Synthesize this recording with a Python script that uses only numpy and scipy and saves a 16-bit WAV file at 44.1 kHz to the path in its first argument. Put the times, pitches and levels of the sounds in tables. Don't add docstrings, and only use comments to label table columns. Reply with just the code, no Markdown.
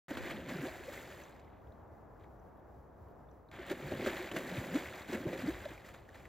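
import sys
import numpy as np
from scipy import signal
from scipy.fft import rfft, irfft, next_fast_len
from scipy.io import wavfile
from scipy.ndimage import map_coordinates

SR = 44100
rng = np.random.default_rng(int(sys.argv[2]) if len(sys.argv) > 2 else 0)


def transcribe(signal):
    frames = np.atleast_2d(signal).T
    limited = np.clip(frames, -1, 1)
    pcm = np.round(limited * 32767).astype(np.int16)
    wavfile.write(sys.argv[1], SR, pcm)


N = 276948

# start in seconds, relative level in dB,
# length in seconds, extra dB for the dull shove of water (heavy blows go deeper).
SURFACE_SLAPS = [(0.105, -32, 0.011, -10.5), (0.168, -29.5, 0.019, -13), (0.297, -28, 0.021, -30),
                 (2.192, -59.5, 0.07, -13), (3.512, -41.5, .01, -28), (3.696, -28, 0.011, -13),
                 (3.709, -28, 0.017, -11), (3.915, -34.5, .015, 0.5), (4.06, -24.5, 0.019, -8),
                 (4.314, -31.5, .016, -11.5), (4.361, -23, 0.015, -12), (4.752, -30.5, 0.047, -15),
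                 (5.127, -29.5, 0.037, -20), (5.263, -46.5, 0.027, 9), (5.328, -33, 0.021, -13.5),
                 (5.651, -31, 0.0059, -23), (5.8866, -34, 0.0061, -26), (5.937, -41, 0.024, -22),
                 (6.143, -40, 0.017, -22)]
# when the hoof plunges and when the hollow behind it closes in seconds,
# then the relative level of the churning at those two moments in dB.
PAW_STROKES = [(0.073, 0.658, -51, -42.5), (3.695, 4.083, -52.5, -36.5), (4.337, 4.75, -42.5, -43.5),
               (5.085, 5.504, -41.5, -45.5)]
# start in seconds, relative levels of burst and shower in dB,
# flight time and spread of the landing in seconds, mist compared with the drops in dB.
WATER_THROWS = [(0.075, -46.5, -48.5, .19, 0.074, -12.5), (0.479, -45, -51.5, 0.18, .04, -12.5),
                (0.606, -47, -54.5, .32, .127, -7.5), (0.914, -48, -58, 0.23, 0.13, -8.5),
                (3.52, -51.5, -54.5, 0.095, 0.063, -17.5), (3.655, -48, -50.5, 0.36, 0.22, -12),
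                (4.03, -48.5, -46, 0.14, 0.096, -11.5), (4.33, -45.5, -48.5, 0.26, .107, -9),
                (4.721, -43, -52, 0.21, 0.16, -10.5), (5.073, -46, -53, 0.32, 0.067, -10),
                (5.453, -47, -54.5, .18, 0.14, -10.5), (5.838, -54.5, -64, 0.37, 0.093, -9)]
# time of the peak in seconds, relative level in dB, pitch in Hz,
# length in seconds, pitch slide in octaves per length.
AIR_POCKETS = [(0.115, -30.5, 284, 0.011, 0.17), (0.353, -41.5, 216, 0.04, -0.29),
               (0.523, -40.5, 248, 0.025, 0.096), (0.555, -38.5, 176.7, 0.025, -0.19),
               (0.6, -41.5, 146.5, 0.04, -0.15), (0.639, -33.5, 270.7, 0.024, 0.411),
               (0.659, -37, 352, 0.024, 0.29), (0.684, -40, 620, 0.013, 0.218),
               (0.809, -43.5, 398.5, 0.018, 0.23), (0.888, -36.5, 524, 0.017, 0.31),
               (3.599, -40.5, 364, 0.022, 0), (3.718, -32.5, 369.7, 0.018, 0.15),
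               (3.853, -40, 146.5, 0.04, 0), (3.92, -28, 339.7, 0.011, 0), (4.071, -32, 263, 0.011, -0.034),
               (4.084, -47, 364, 0.01, 0), (4.211, -38.5, 360, 0.045, 0.21),
               (4.373, -33.5, 326.3, 0.012, 0), (4.525, -38.5, 179.3, 0.03, 0),
               (4.587, -31.5, 111.6, 0.016, -0.17), (4.73, -37, 179, 0.03, 0.293),
               (4.758, -22, 271, 0.019, 0.29), (5.133, -34, 353, 0.03, 0.094),
               (5.15, -36, 221.4, 0.025, -0.016), (5.262, -27, 338, 0.015, 0.044),
               (5.272, -30.5, 141, 0.015, -0.4), (5.33, -36, 509.5, 0.025, 0.12),
               (5.442, -32, 247.4, 0.016, 0), (5.46, -37.5, 171, 0.022, 0.44),
               (5.489, -25, 299.6, 0.022, 0.35), (5.662, -35.5, 600, 0.013, -0.23),
               (5.719, -43.5, 323.4, 0.018, 0.3)]
# time in seconds, relative level in
# dB, pitch in Hz.
SINGLE_DROPS = [(1.238, -57, 6148), (1.449, -78, 5260), (1.672, -74, 3250), (1.723, -71, 3880),
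                (2.238, -69, 3440), (2.243, -59.5, 1950), (2.398, -78, 6080), (3.29, -74, 3531),
                (3.314, -74, 5750), (3.489, -69, 3850), (4.316, -41, 2930), (5.779, -50, 2290),
                (5.849, -50, 1930), (6.092, -49.5, 1730), (6.158, -50, 1750), (6.256, -48.5, 1940)]
# time of the peak in seconds, relative level in dB, half length in seconds.
TAIL_FLICKS = [(2.58, -85, .03), (3.1, -81, 0.024)]
WIND_GUSTS = [(4.3, -61, 0.62), (5.5, -52.5, 0.23)]
WIND_PUFFS = [(.21, -49, .05), (.33, -58, 0.11), (.78, -68, 0.11)]
# frequency in Hz, relative level in dB.
SPRAY_TONE = [(300, -28), (620, -2), (850, -10), (1300, -11.5), (1650, -7), (2050, -7.5), (2450, -11.5),
              (2800, -16), (3600, -17), (4700, -25), (5600, -28.5), (6700, -22.5), (8000, -22.5),
              (10300, -32), (13000, -27), (15500, -33)]
CHURN_TONE = [(20, -54), (40, -23), (90, -9), (150, -8), (290, -3), (380, 1), (440, -8.5), (540, -0.5),
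              (700, -16.5), (1000, -24), (2000, -60)]
AIR_TONE = [(25, -13), (70, -6.5), (160, -2.5), (400, -3), (700, -3), (1100, -9.5), (1700, -19),
            (2300, -31), (3000, -40.5), (4500, -49), (7000, -45), (10000, -60), (13000, -44), (15500, -49)]
RUMBLE_TONE = [(16, -45), (25, -22), (40, -5), (56, 6.5), (75, 7), (105, 3), (150, -2.5), (300, -43.5)]
# frequency in Hz, seconds it takes to fade by 60 dB.
ECHO_FADE = [(150, 0.013), (700, 0.15), (3000, 0.19), (12000, 0.27)]
# frequency in Hz, half the phase difference in radians.
LEFT_LEAD = [(300, 0), (700, -.08), (1900, 0), (2500, .18), (4000, .32), (5200, .15), (5700, -.55),
             (7000, -.6), (8000, -1.1), (8800, -1.57), (9800, -2.0), (11000, -2.35), (13000, -2.85),
             (15000, -3.14)]


def slaps():
    burst, push = np.zeros((2, N + SR))
    age = np.arange(SR // 6) / SR
    attack = 1 - np.exp(-age / .002)
    for start, db, length, shove_db in SURFACE_SLAPS:
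        span = slice(round(start * SR), round(start * SR) + len(age))
        burst[span] += amp(db) * attack * np.exp(-(age / length) ** 2)
        push[span] += amp(db + shove_db) * attack * np.exp(-(age / (length * 1.86)) ** 2)
    crackle = bubbles(low_hz=600, high_hz=15000, cycles=1, spread_db=1.5, count=20000, samples=80)
    shove = coloured(rng.standard_normal(N), CHURN_TONE)
    return amp(-12.5) * burst[:N] * coloured(crackle, SPRAY_TONE) + push[:N] * shove


def leg_drag():
    attack_s, release_s, closing_s = 0.005, 0.032, 0.1
    entry_hz, deep_hz, closed_hz = 343, 139, 380
    t, gain, pitch_points = clock(), 0, []
    for plunge, close, plunge_db, close_db in PAW_STROKES:
        rise = 1 - np.exp(-np.maximum(t - plunge, 0) / attack_s)
        fall = np.exp(-np.maximum(t - close, 0) / release_s)
        gain = gain + rise * fall * amp(np.interp(t, [plunge, close], [plunge_db, close_db]))
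        pitch_points += [(plunge, entry_hz), (close - closing_s, deep_hz), (close, closed_hz)]
    times, hz = np.transpose(pitch_points)
    return gain, np.interp(t, times, np.log2(hz))


def churn(drag, hollow_pitch, drops_gain):
    swarm = bubbles(low_hz=90, high_hz=900, cycles=1.5, spread_db=1.2, count=4000, samples=700)
    swarm = coloured(swarm, CHURN_TONE)
    ringing = 0
    for octave in np.arange(7, 10, .5):
        band = unit(filtered(swarm, lambda hz: np.exp(-((np.log2(hz + 1) - octave) / 0.17) ** 2)))
        ringing = ringing + band * np.exp(-((hollow_pitch - octave) / 0.8) ** 2)
    stirred = np.hypot(drag, drops_gain)
    return (amp(-4.5) * stirred * swarm + amp(-15) * drag * unit(ringing)) * amp(0.43 * wobble(30))


def thrown_water():
    attack_s, burst_fade_s, trickle_fade_s = 0.01, 0.11, 0.22
    drops_power, mist_power, t = 0, 0, clock()
    for start, burst_db, shower_db, flight, scatter, mist_db in WATER_THROWS:
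        age = np.maximum(t - start, 0)
        rise = 1 - np.exp(-age / attack_s)
        burst = amp(burst_db) * rise * np.exp(-age / burst_fade_s)
        shower = amp(shower_db) * rise * np.exp(-.5 * ((age - flight) / scatter) ** 2)
        trickle = amp(shower_db - 0.7) * rise * np.exp(-np.abs(age - flight) / trickle_fade_s)
        drops_power += burst ** 2 + shower ** 2 + trickle ** 2
        mist_power += amp(mist_db) ** 2 * (burst ** 2 + shower ** 2 + (amp(-15) * trickle) ** 2)
    return np.sqrt(drops_power), np.sqrt(mist_power)


def spray(drops_gain, mist_gain):
    ticks = bubbles(low_hz=1200, high_hz=15000, cycles=.7, spread_db=2.8, count=4500, samples=80)
    rings = bubbles(low_hz=700, high_hz=5000, cycles=4, spread_db=2.2, count=8000, samples=350)
    patter = amp(-5) * ticks + amp(-4) * rings + rng.standard_normal(N)
    patter = coloured(patter, SPRAY_TONE) * amp(0.47 * wobble(70) + 0.81 * wobble(30))
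    mist = filtered(patter, lambda hz: 1 / (1 + (4800 / (hz + 1)) ** 8))
    return amp(-1.28) * drops_gain * unit(patter - mist) + amp(-0.5) * mist_gain * unit(mist)


def gulps():
    out, t = np.zeros(N), clock()
    ragged_phase, ragged_gain = .3 * wobble(130), amp(1.3 * wobble(170))
    for peak, db, hz, length, slide in AIR_POCKETS:
        near = np.abs(t - peak) < 3 * length
        progress = (t[near] - peak) / length
        sliding_hz = hz * 2 ** (slide * np.clip(progress, -1.5, 1.5))
        phase = 2 * np.pi * (np.cumsum(sliding_hz) / SR + rng.random())
        swell = 2 / (np.exp(-4.2 * progress) + np.exp(3.2 * progress))
        out[near] += amp(db) * swell * np.sin(phase + ragged_phase[near])
    return amp(-0.5) * out * ragged_gain


def drips():
    out, t = np.zeros(N + SR), np.arange(SR // 16) / SR
    ragged_phase = 1.2 * wobble(600)
    shape = (1 - np.exp(-t / 0.0006)) * np.exp(-t / 0.0034)
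    for when, db, hz in SINGLE_DROPS:
        start = round((when - .002) * SR)
        plink = np.sin(2 * np.pi * hz * t * (1 + 1.9 * t) + np.roll(ragged_phase, -start)[:len(t)])
        tick = signal.lfilter([1], [1, -.8], rng.standard_normal(len(t)))
        out[start:][:len(t)] += amp(db + 5.0) * shape * (plink + amp(-16.5) * tick)
    return out[:N]


def tail_flicks():
    brushing = rng.standard_normal(N) * amp(3.6 * wobble(150))
    hiss = coloured(brushing, [(1000, -22), (3000, 6), (9000, -14), (12000, 6), (16000, -1)])
    return swells(TAIL_FLICKS) * hiss


def bank_echo(sound):
    hz, t, noise = signal.stft(rng.standard_normal((2, SR // 3)), SR, nperseg=256)
    fade = amp(-60 * t / along(ECHO_FADE, hz)[:, None])
    echo = signal.istft(noise * fade, SR, nperseg=256)[1]
    delayed = np.pad(sound, (SR // 100, 0))[None]
    return signal.fftconvolve(delayed, echo / np.linalg.norm(echo[0]), axes=1)[:, :N]


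def wind():
    rumble_gain = np.hypot(amp(-61), swells(WIND_GUSTS)) * amp(1.8 * wobble(15))
    rumble = rumble_gain * stereo_noise(RUMBLE_TONE, width_db=-27.0)
    rush = amp(-59.0 + 1.3 * wobble(3.76)) * stereo_noise(AIR_TONE, width_db=-5.5)
    puff_tone = [(15, -36), (40, 4), (75, -2), (150, -11), (400, -41), (1500, -68)]
    puffs = swells(WIND_PUFFS) * coloured(rng.standard_normal(N), puff_tone)
    lean_left = amp([[.4], [-.4]])
    return (rumble + rush) * lean_left + np.array([puffs, -puffs])


def bubbles(low_hz, high_hz, cycles, spread_db, count, samples):
    when, pitch, life, rank = rng.random((4, count, 1))
    hz = low_hz * (high_hz / low_hz) ** pitch
    turns = hz * np.arange(samples) / SR
    age = turns / (cycles * (.5 + life))
    strength = hz * amp(-spread_db * np.log(np.maximum(rank, .01)))
    pitch_rise = 1 + 0.032 * np.minimum(age, 10)
    ring = strength * np.exp(-age) * np.sin(2 * np.pi * turns * pitch_rise)
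    positions = (when * N).astype(int) + np.arange(samples)
    return unit(np.bincount(positions.ravel(), ring.ravel(), N)[:N])


def stereo_noise(tone, width_db):
    mid, side = coloured(rng.standard_normal((2, N)), tone)
    side = amp(width_db) * filtered(side, lambda hz: 1 / (1 + (hz / 2200) ** 2))
    return np.array([mid + side, mid - side])


def swells(rows):
    t = clock()
    return np.sqrt(sum((amp(db) * np.exp(-((t - peak) / half) ** 2)) ** 2 for peak, db, half in rows))


def wobble(rate):
    return map_coordinates(rng.standard_normal(int(N * rate / SR) + 4), [clock() * rate])


def coloured(x, tone):
    return unit(filtered(x, lambda hz: amp(along(tone, hz))))


def filtered(x, response):
    size = next_fast_len(N + SR // 2)
    return irfft(rfft(x, size) * response(np.fft.rfftfreq(size, 1 / SR)), size)[..., :N]


def along(points, hz):
    point_hz, values = np.transpose(points)
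    return np.interp(np.log(hz + 1), np.log(point_hz), values)


def amp(db):
    return 10 ** (np.asarray(db) / 20)


def unit(x):
    return x / np.sqrt(np.mean(x ** 2) + 1e-20)


def clock():
    return np.arange(N) / SR


def scene():
    drag, hollow_pitch = leg_drag()
    drops_gain, mist_gain = thrown_water()
    splashes = spray(np.hypot(drops_gain, amp(-10) * drag), np.hypot(mist_gain, amp(-22) * drag))
    horse = splashes + churn(drag, hollow_pitch, drops_gain) + slaps() + gulps() + drips() + tail_flicks()
    return horse + amp(-21.5) * bank_echo(horse) + wind()


def record(dry):
    start_s, top_hz = .083, 15850
    pair = filtered(dry, lambda hz: np.exp(np.outer([1j, -1j], along(LEFT_LEAD, hz))))
    return filtered(pair * (clock() > start_s), lambda hz: hz < top_hz)


dry = scene()
out = record(dry)
transcribe(out)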